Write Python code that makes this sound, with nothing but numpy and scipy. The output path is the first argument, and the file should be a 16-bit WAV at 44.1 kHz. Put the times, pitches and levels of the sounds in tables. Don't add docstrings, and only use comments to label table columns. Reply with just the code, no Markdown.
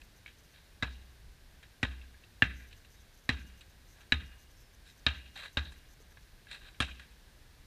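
import sys
import numpy as np
from scipy import signal
from scipy.fft import rfft, irfft
from scipy.io import wavfile

SR = 44100
rng = np.random.default_rng(int(sys.argv[2]) if len(sys.argv) > 2 else 0)


def invert_db(level):
    return 10 ** (np.asarray(level, dtype=float) / 20)


def persist_wave(psi):
    counts = np.round(np.clip(psi, -1, 1) * 32767).astype(np.int16)
    wavfile.write(sys.argv[1], SR, np.atleast_2d(counts).T)


N = 337806

# (time
# [s], slap level [dB], centre pitch [Hz], fall [dB per octave], grit level [dB])
BOUNCES = [
    (0.8243, -33.5, 1700, -2.5, -38),
    (1.8289, -20.5, 2170, 10.5, -34.5),
    (2.421, -13.5, 1730, 11.5, -38.5),
    (3.2903, -21, 1920, 7.5, -31.5),
    (4.1205, -15, 2100, 9, -32),
    (5.0642, -15.5, 2960, 8, -31),
    (5.5699, -30.5, 2300, -9, -37.5),
    (6.802, -20, 2780, 29, -33),
]
# (push level [dB], thud level [dB], yard echo under the slap [dB], first wall under the slap [dB])
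THUMPS = [(-29.5, -27.5, -16, -18), (-26, -23.5, -21.5, -16.5), (-24, -24.5, -23.5, -19),
          (-24, -24, -21, -23), (-26, -23, -29, -19), (-29.5, -22, -22, -19), (-31, -23.5, -18, -20),
          (-27.5, -23.5, -12.5, -11)]
# (low ring level [dB], low ring [Hz], high ring [Hz], high ring level [dB], crackle level [dB])
SKIN = [(-28, 2023, 3900, -25, -57), (-24, 1920, 2590, -29, -44.5), (-13, 1750, 2770, -17, -46),
        (-21.5, 1850, 3980, -23.5, -43.5), (-16, 1680, 3920, -20, -43.5), (-35, 1800, 3790, -16, -62),
        (-31.5, 1600, 2820, -29, -50), (-25.5, 1300, 3270, -23, -36.5)]
# (lower edge [Hz], upper edge [Hz])
ZONES_HZ = [(1400, 2300), (2150, 3400), (3400, 4700), (4400, 6800), (500, 1450), (6500, 10500)]


def rms_one(x):
    return x / np.sqrt(np.mean(x ** 2) + 1e-20)


def clicks(times, sizes):
    out = np.full(N, 1e-18)
    places = np.minimum((np.asarray(times) * SR).astype(int), N - 1)
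    np.add.at(out, places, sizes)
    return out


def fade(x, t60):
    return signal.lfilter([1], [1, -invert_db(-60 / (t60 * SR))], x)


def ring(x, hz, t60):
    r, w = invert_db(-60 / (t60 * SR)), 2 * np.pi * hz / SR
    return signal.lfilter([0, np.sin(w)], [1, -2 * r * np.cos(w), r * r], x)


def resonate(x, peaks):
    out = 0
    for k, (hz, width, level_db) in enumerate(peaks):
        r = np.exp(-np.pi * width / SR)
        b = (1 - r * r) / 2 * np.array([1, 0, -1])
        a = [1, -2 * r * np.cos(2 * np.pi * hz / SR), r * r]
        out = out + (-1) ** k * invert_db(level_db) * signal.lfilter(b, a, x)
    return out


def drift(rate):
    r = np.exp(-40 * np.pi * rate / SR)
    noise = rng.standard_normal(N // 20 + 4002)
    slow = signal.lfilter([1], [1, -2 * r, r * r], noise)[4000:]
    return np.interp(np.arange(N) / 20, np.arange(len(slow)), rms_one(slow))


def hump(level_db, centre_hz, fall_db, zones):
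    middle = np.sqrt(np.prod(ZONES_HZ, axis=1))[zones, None]
    return level_db - fall_db * np.abs(np.log2(middle / centre_hz))


def housed(envelopes, strikes, grit_db):
    # (pitch [Hz], width [Hz], level [dB])
    housing = [(1650, 167, -1), (2012, 78, -2), (2480, 485, -3), (2820, 245, 0), (3214, 190, -2.5),
               (3735, 107, 3), (3950, 170, 0.5), (4590, 98, -20), (7200, 790, -23)]
    out = 0
    for zone, envelope, strike in zip(ZONES_HZ, envelopes, strikes):
        grit = rms_one(rng.standard_normal(N) * invert_db(grit_db * rng.standard_normal(N)))
        band = signal.butter(2, zone, "band", fs=SR, output="sos")
        both = signal.sosfilt(band, [grit, grit * envelope + strike])
        leak = invert_db(-17) * signal.lfilter([.3], [1, -.7], both)
        both = resonate(both, housing) + leak
        out = out + both[1] / np.std(both[0])
    return out


def background():
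    # (pitch [Hz], level [dB per Hz])
    colour = [(15, -32), (25, 5), (59, 1), (225, -15.5), (1100, -23.5), (1390, -24), (1590, -17.5),
              (1870, -21), (3030, -24.5), (3860, -22.5), (8180, -32.5), (9610, -31), (10400, -33),
              (14000, -33.5), (15200, -35)]
    # (pitch [Hz], width [Hz], level [dB])
    hums = [(64, 21, -70), (9540, 120, -88), (14100, 300, -90)]
    hz = np.maximum(np.fft.rfftfreq(N, 1 / SR), 1)
    point_hz, point_db = np.transpose(colour)
    colour_db = np.interp(np.log(hz), np.log(point_hz), point_db)
    wide = rfft(rng.standard_normal(N)) * invert_db(colour_db)
    low = 1 / (1 + (hz / 150) ** 2)
    lows = irfft(wide * low, N) * invert_db(1.8 * drift(5.7))
    highs = irfft(wide * (1 - low), N) * invert_db(0.26 * drift(1.0))
    out = invert_db(-58.5) * rms_one(lows + highs)
    for hum_hz, width, level_db in hums:
        out = out + invert_db(level_db) * rms_one(resonate(rng.standard_normal(N), [(hum_hz, width, 0)]))
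    return out


def birds():
    # (time [s], length [s], pitch [Hz], level [dB])
    notes_sung = [
        (2.39, .1, 10800, -74),
        (2.93, .08, 3800, -70),
        (4.53, .17, 5400, -71.5),
        (4.85, .08, 5300, -70),
    ]
    t, out = np.arange(N) / SR, 0
    for s, length, hz, level_db in notes_sung:
        shape = np.sin(np.pi * np.clip((t - s) / length, 0, 1)) ** .6
        pitch = hz * (1 + .006 * drift(50) - .2 * np.clip(t - s, 0, length))
        out = out + invert_db(level_db) * shape * np.sin(2 * np.pi * np.cumsum(pitch) / SR)
    return out


def insect():
    # (pitch [Hz], width [Hz], level [dB])
    wing = [(6150, 600, 3), (11300, 600, -7), (12950, 300, 0)]
    # (time [s], length [s])
    trills = [(2.535, 0.11), (2.896, 0.065), (3.375, 0.062), (3.869, 0.092), (4.376, 0.066), (4.563, .074),
              (4.878, 0.063), (5.335, .14), (5.883, .061)]
    chirps = [.027, .158, .264, .379, .432, .505, 2.42, 2.665, 2.761, 2.995, 3.128, 3.17, 3.231, 3.461,
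              3.57, 3.691, 3.995, 4.256, 4.495, 4.726, 4.97, 5.158, 5.523, 5.628, 5.76, 5.997, 6.101, 6.205]
    chirp_s, burst_db = .031, -72
    t, gate = np.arange(N) / SR, np.zeros(N)
    for s, length in [(s, chirp_s) for s in chirps] + list(trills):
        gate[(t > s + .004) & (t < s + length - .003)] = invert_db(burst_db + 2.0)
    ticks_per_s = 160 * invert_db(2.0 * drift(46))
    tick = np.diff(np.floor(np.cumsum(ticks_per_s) / SR), prepend=0)
    rasp = fade(tick * invert_db(0.74 * drift(150)), 0.019) * rng.standard_normal(N)
    return resonate(gate * rasp, wing) / np.std(resonate(rasp, wing))


def feet():
    # (time [s], level [dB], centre pitch [Hz], fall [dB per octave], t60 [s])
    taps = [(0.0153, -40.5, 2520, 6, 0.026), (0.2595, -28, 2250, 28, 0.036),
            (0.2758, -35.5, 2260, 26, 0.16), (1.6272, -41, 1830, 7, 0.1), (2.012, -43.5, 2700, 30, 0.062),
            (2.142, -45, 1670, 25, 0.048), (2.236, -42.5, 2700, 14, 0.048), (2.708, -47, 3000, 11, 0.12),
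            (2.727, -38.5, 3000, 15, 0.035), (2.8466, -46, 2700, 9, 0.059), (3.6077, -41, 2850, 7.5, 0.08),
            (4.0056, -45, 2850, 11, 0.066), (5.3615, -41, 2500, 18, 0.062),
            (5.719, -54.5, 3500, -4.5, 0.08), (6.119, -46.5, 1690, 25, 0.038),
            (6.1704, -39.5, 1580, 11, 0.049), (6.4684, -42, 1680, 28, 0.041), (6.512, -40, 4070, 18, 0.13),
            (6.7446, -46, 2300, 22, 0.08), (6.995, -36, 2000, 8.5, 0.069), (7.016, -47, 1690, 10, 0.24)]
    # (time [s], held for [s], level [dB], relative treble [dB], relative body [dB])
    scuffs = [
        (0.536, 0.05, -64.5, -20, -22),
        (3.96, 0.071, -74, -10, 6),
        (4.85, 0.05, -65, -10, -20),
        (5.362, 0.094, -48, -18, -5),
        (6.485, 0.018, -59, -27, -20),
        (6.512, 0.044, -52, -15.5, -5.5),
        (6.611, 0.077, -60.5, -18, -5.5),
    ]
    # (time [s], level [dB], pitch [Hz], t60 [s])
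    pats = [
        (6.003, -53, 430, .035),
        (6.006, -65, 1250, .1),
        (5.3625, -47, 800, .04),
        (3.44, -60, 186, .5),
        (6.172, -58, 1100, .025),
    ]
    sole_db, sole_t60_s = -11.5, 0.03
    rise_db_per_s, fall_db_per_s = 1500, 402
    t, envelopes, strikes = np.arange(N) / SR, np.zeros((6, N)), np.zeros((6, N))
    soles = 0
    for s, level_db, hz, fall_db, t60 in taps:
        sizes = invert_db(hump(level_db, hz, fall_db, slice(None)) - 13.0)
        start = int((s + 0.00049) * SR)
        envelopes[:, start:start + SR // 2] += sizes * invert_db(-60 * t[:SR // 2] / t60)
        strikes[:, start] += invert_db(14) * sizes[:, 0]
        soles = soles + ring(clicks([s + 0.001587], invert_db(level_db + sole_db)), hz, sole_t60_s)
    uneven_db = 3.0 * drift(110)
    for s, hold, level_db, treble_db, body_db in scuffs:
        before, after = np.minimum(t - s, 0), np.maximum(t - s - hold, 0)
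        shape_db = rise_db_per_s * before - fall_db_per_s * after
        colour_db = np.array([-5, -6.5, -3.5, treble_db - 3, body_db, treble_db])
        envelopes += invert_db(colour_db)[:, None] * invert_db(level_db + shape_db + uneven_db)
    knocks = sum(ring(clicks([s], invert_db(level_db)), hz, t60) for s, level_db, hz, t60 in pats)
    return housed(envelopes, strikes, grit_db=4.5) + knocks + soles


def boom():
    # (wide door [dB], narrow door [dB], narrow door lag [s])
    doors = [(-37, -46, 0.0092), (-33.5, -37, .0109), (-34.5, -40, 0.0099), (-37, -32, .0075),
             (-39, -28, 0.0075), (-40.5, -29.5, 0.0049), (-41.5, -29, 0.0051), (-40, -34.5, 0.005)]
    s, push_db = np.array(BOUNCES)[:, 0], np.array(THUMPS)[:, 0]
    wide_db, narrow_db, lag = np.transpose(doors)
    wide = ring(clicks(s + 0.0061, invert_db(wide_db)), hz=62.7, t60=0.82)
    narrow = ring(clicks(s + lag, invert_db(narrow_db)), hz=74.6, t60=0.31)
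    band = signal.butter(3, [85, 270], "band", fs=SR, output="sos")
    rumble = rms_one(signal.sosfilt(band, rng.standard_normal(N)))
    swell = fade(clicks(s + 0.011, invert_db(push_db - 23)), t60=0.58)
    swell = signal.lfilter([.005], [1, -.995], swell)
    return narrow - wide + swell * rumble


def skin():
    out = 0
    for (s, *_), (low_db, low_hz, high_hz, high_db, _) in zip(BOUNCES, SKIN):
        out = out + ring(clicks([s + .0008], invert_db(low_db + 3)), low_hz, t60=.032)
        out = out - ring(clicks([s + .0010], invert_db(high_db)), high_hz, t60=.032)
    return signal.sosfilt(signal.butter(2, [1150, 6000], "band", fs=SR, output="sos"), out)


def ball_modes():
    # (pitch [Hz], level [dB], t60 [s])
    push = [(248, 0, .05), (112, -1, .065), (455, -19, .09)]
    # (pitch [Hz], level under the slap [dB], t60 [s])
    air = [(1245, -27, .2), (1570, -31, .2), (1955, -28, .2), (2310, -31, .25), (2700, -30, .25),
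           (3290, -34, .22), (3715, -30, .3), (4020, -30, .25)]
    long_ring_db = [-65, -68, -65, -62, -56, -56, -63, -72]
    s, slap_db, centre_hz, fall_db, _ = np.transpose(BOUNCES)
    slap_db = hump(slap_db, centre_hz, fall_db, slice(3)).mean(axis=0)
    push_db = np.array(THUMPS)[:, 0]
    chance = rng.standard_normal((len(s), 16))
    out = 0
    for k, (hz, level_db, t60) in enumerate(push):
        blow = clicks(s + .002 + .002 * k, invert_db(push_db + level_db + .8 * chance[:, k]))
        out = out - (-1) ** k * ring(blow, hz, t60)
    out = signal.sosfilt(signal.butter(2, 600, fs=SR, output="sos"), out)
    for k, (hz, level_db, t60) in enumerate(air):
        blow = clicks(s + .002, invert_db(slap_db + level_db + 3.0 * chance[:, 4 + k]))
        out = out + invert_db(3.5 * drift(40)) * ring(blow, hz, t60)
    long_ring = ring(clicks(s + .002, invert_db(np.array(long_ring_db))), hz=2843, t60=1.15)
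    return out + invert_db(3.5 * drift(30)) * long_ring


def slaps():
    # (delay [s], level [dB], t60 [s])
    echoes = [(0.032, -36.5, 0.19), (0.076, -40, 0.23), (.19, -48.5, .15)]
    s, slap_db, hz, fall_db, grit_db = np.transpose(BOUNCES)
    _, thud_db, yard_db, wall_db = np.transpose(THUMPS)
    crackle_db = np.array(SKIN)[:, 4]
    levels_db = [*hump(slap_db, hz, fall_db, slice(3)), grit_db, thud_db, crackle_db]
    decays = [(0.077, 1.0), (0.097, 0.73), (0.024, 0.67), (0.11, 1.0), (0.16, 0.37), (0.03, 0.52)]
    s = s + .0006
    envelopes, strikes = [], []
    for zone_db, (near_t60, far_t60) in zip(levels_db, decays):
        strikes.append(clicks(s, invert_db(zone_db + 4)))
        smack = fade(clicks(s, invert_db(zone_db - 3.0)), t60=0.03)
        walls = fade(clicks(s + 0.016, invert_db(zone_db + wall_db)), t60=0.036)
        for delay, level_db, t60 in echoes:
            walls = walls + fade(clicks(s + delay, invert_db(zone_db + level_db)), t60)
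        walls = signal.lfilter([.01], [1, -.99], walls)
        back = clicks(s + 0.006, invert_db(zone_db + yard_db))
        yard = fade(back, near_t60) + invert_db(-16) * fade(back, far_t60)
        lumps = invert_db(4.3 * drift(45) - 1)
        envelopes.append(smack + walls + lumps * yard)
    return housed(envelopes, strikes, grit_db=4.5)


def scene():
    surroundings = background() + birds() + insect() + feet()
    ball = boom() + skin() + ball_modes() + slaps()
    return (surroundings + ball)[None]


def band_limit(x):
    return signal.sosfilt(signal.butter(12, 15310, fs=SR, output="sos"), x)


def record(dry):
    cut = signal.sosfilt(signal.cheby2(14, 70, 16000, fs=SR, output="sos"), dry)
    return band_limit(cut)


dry = scene()
out = record(dry)
persist_wave(out)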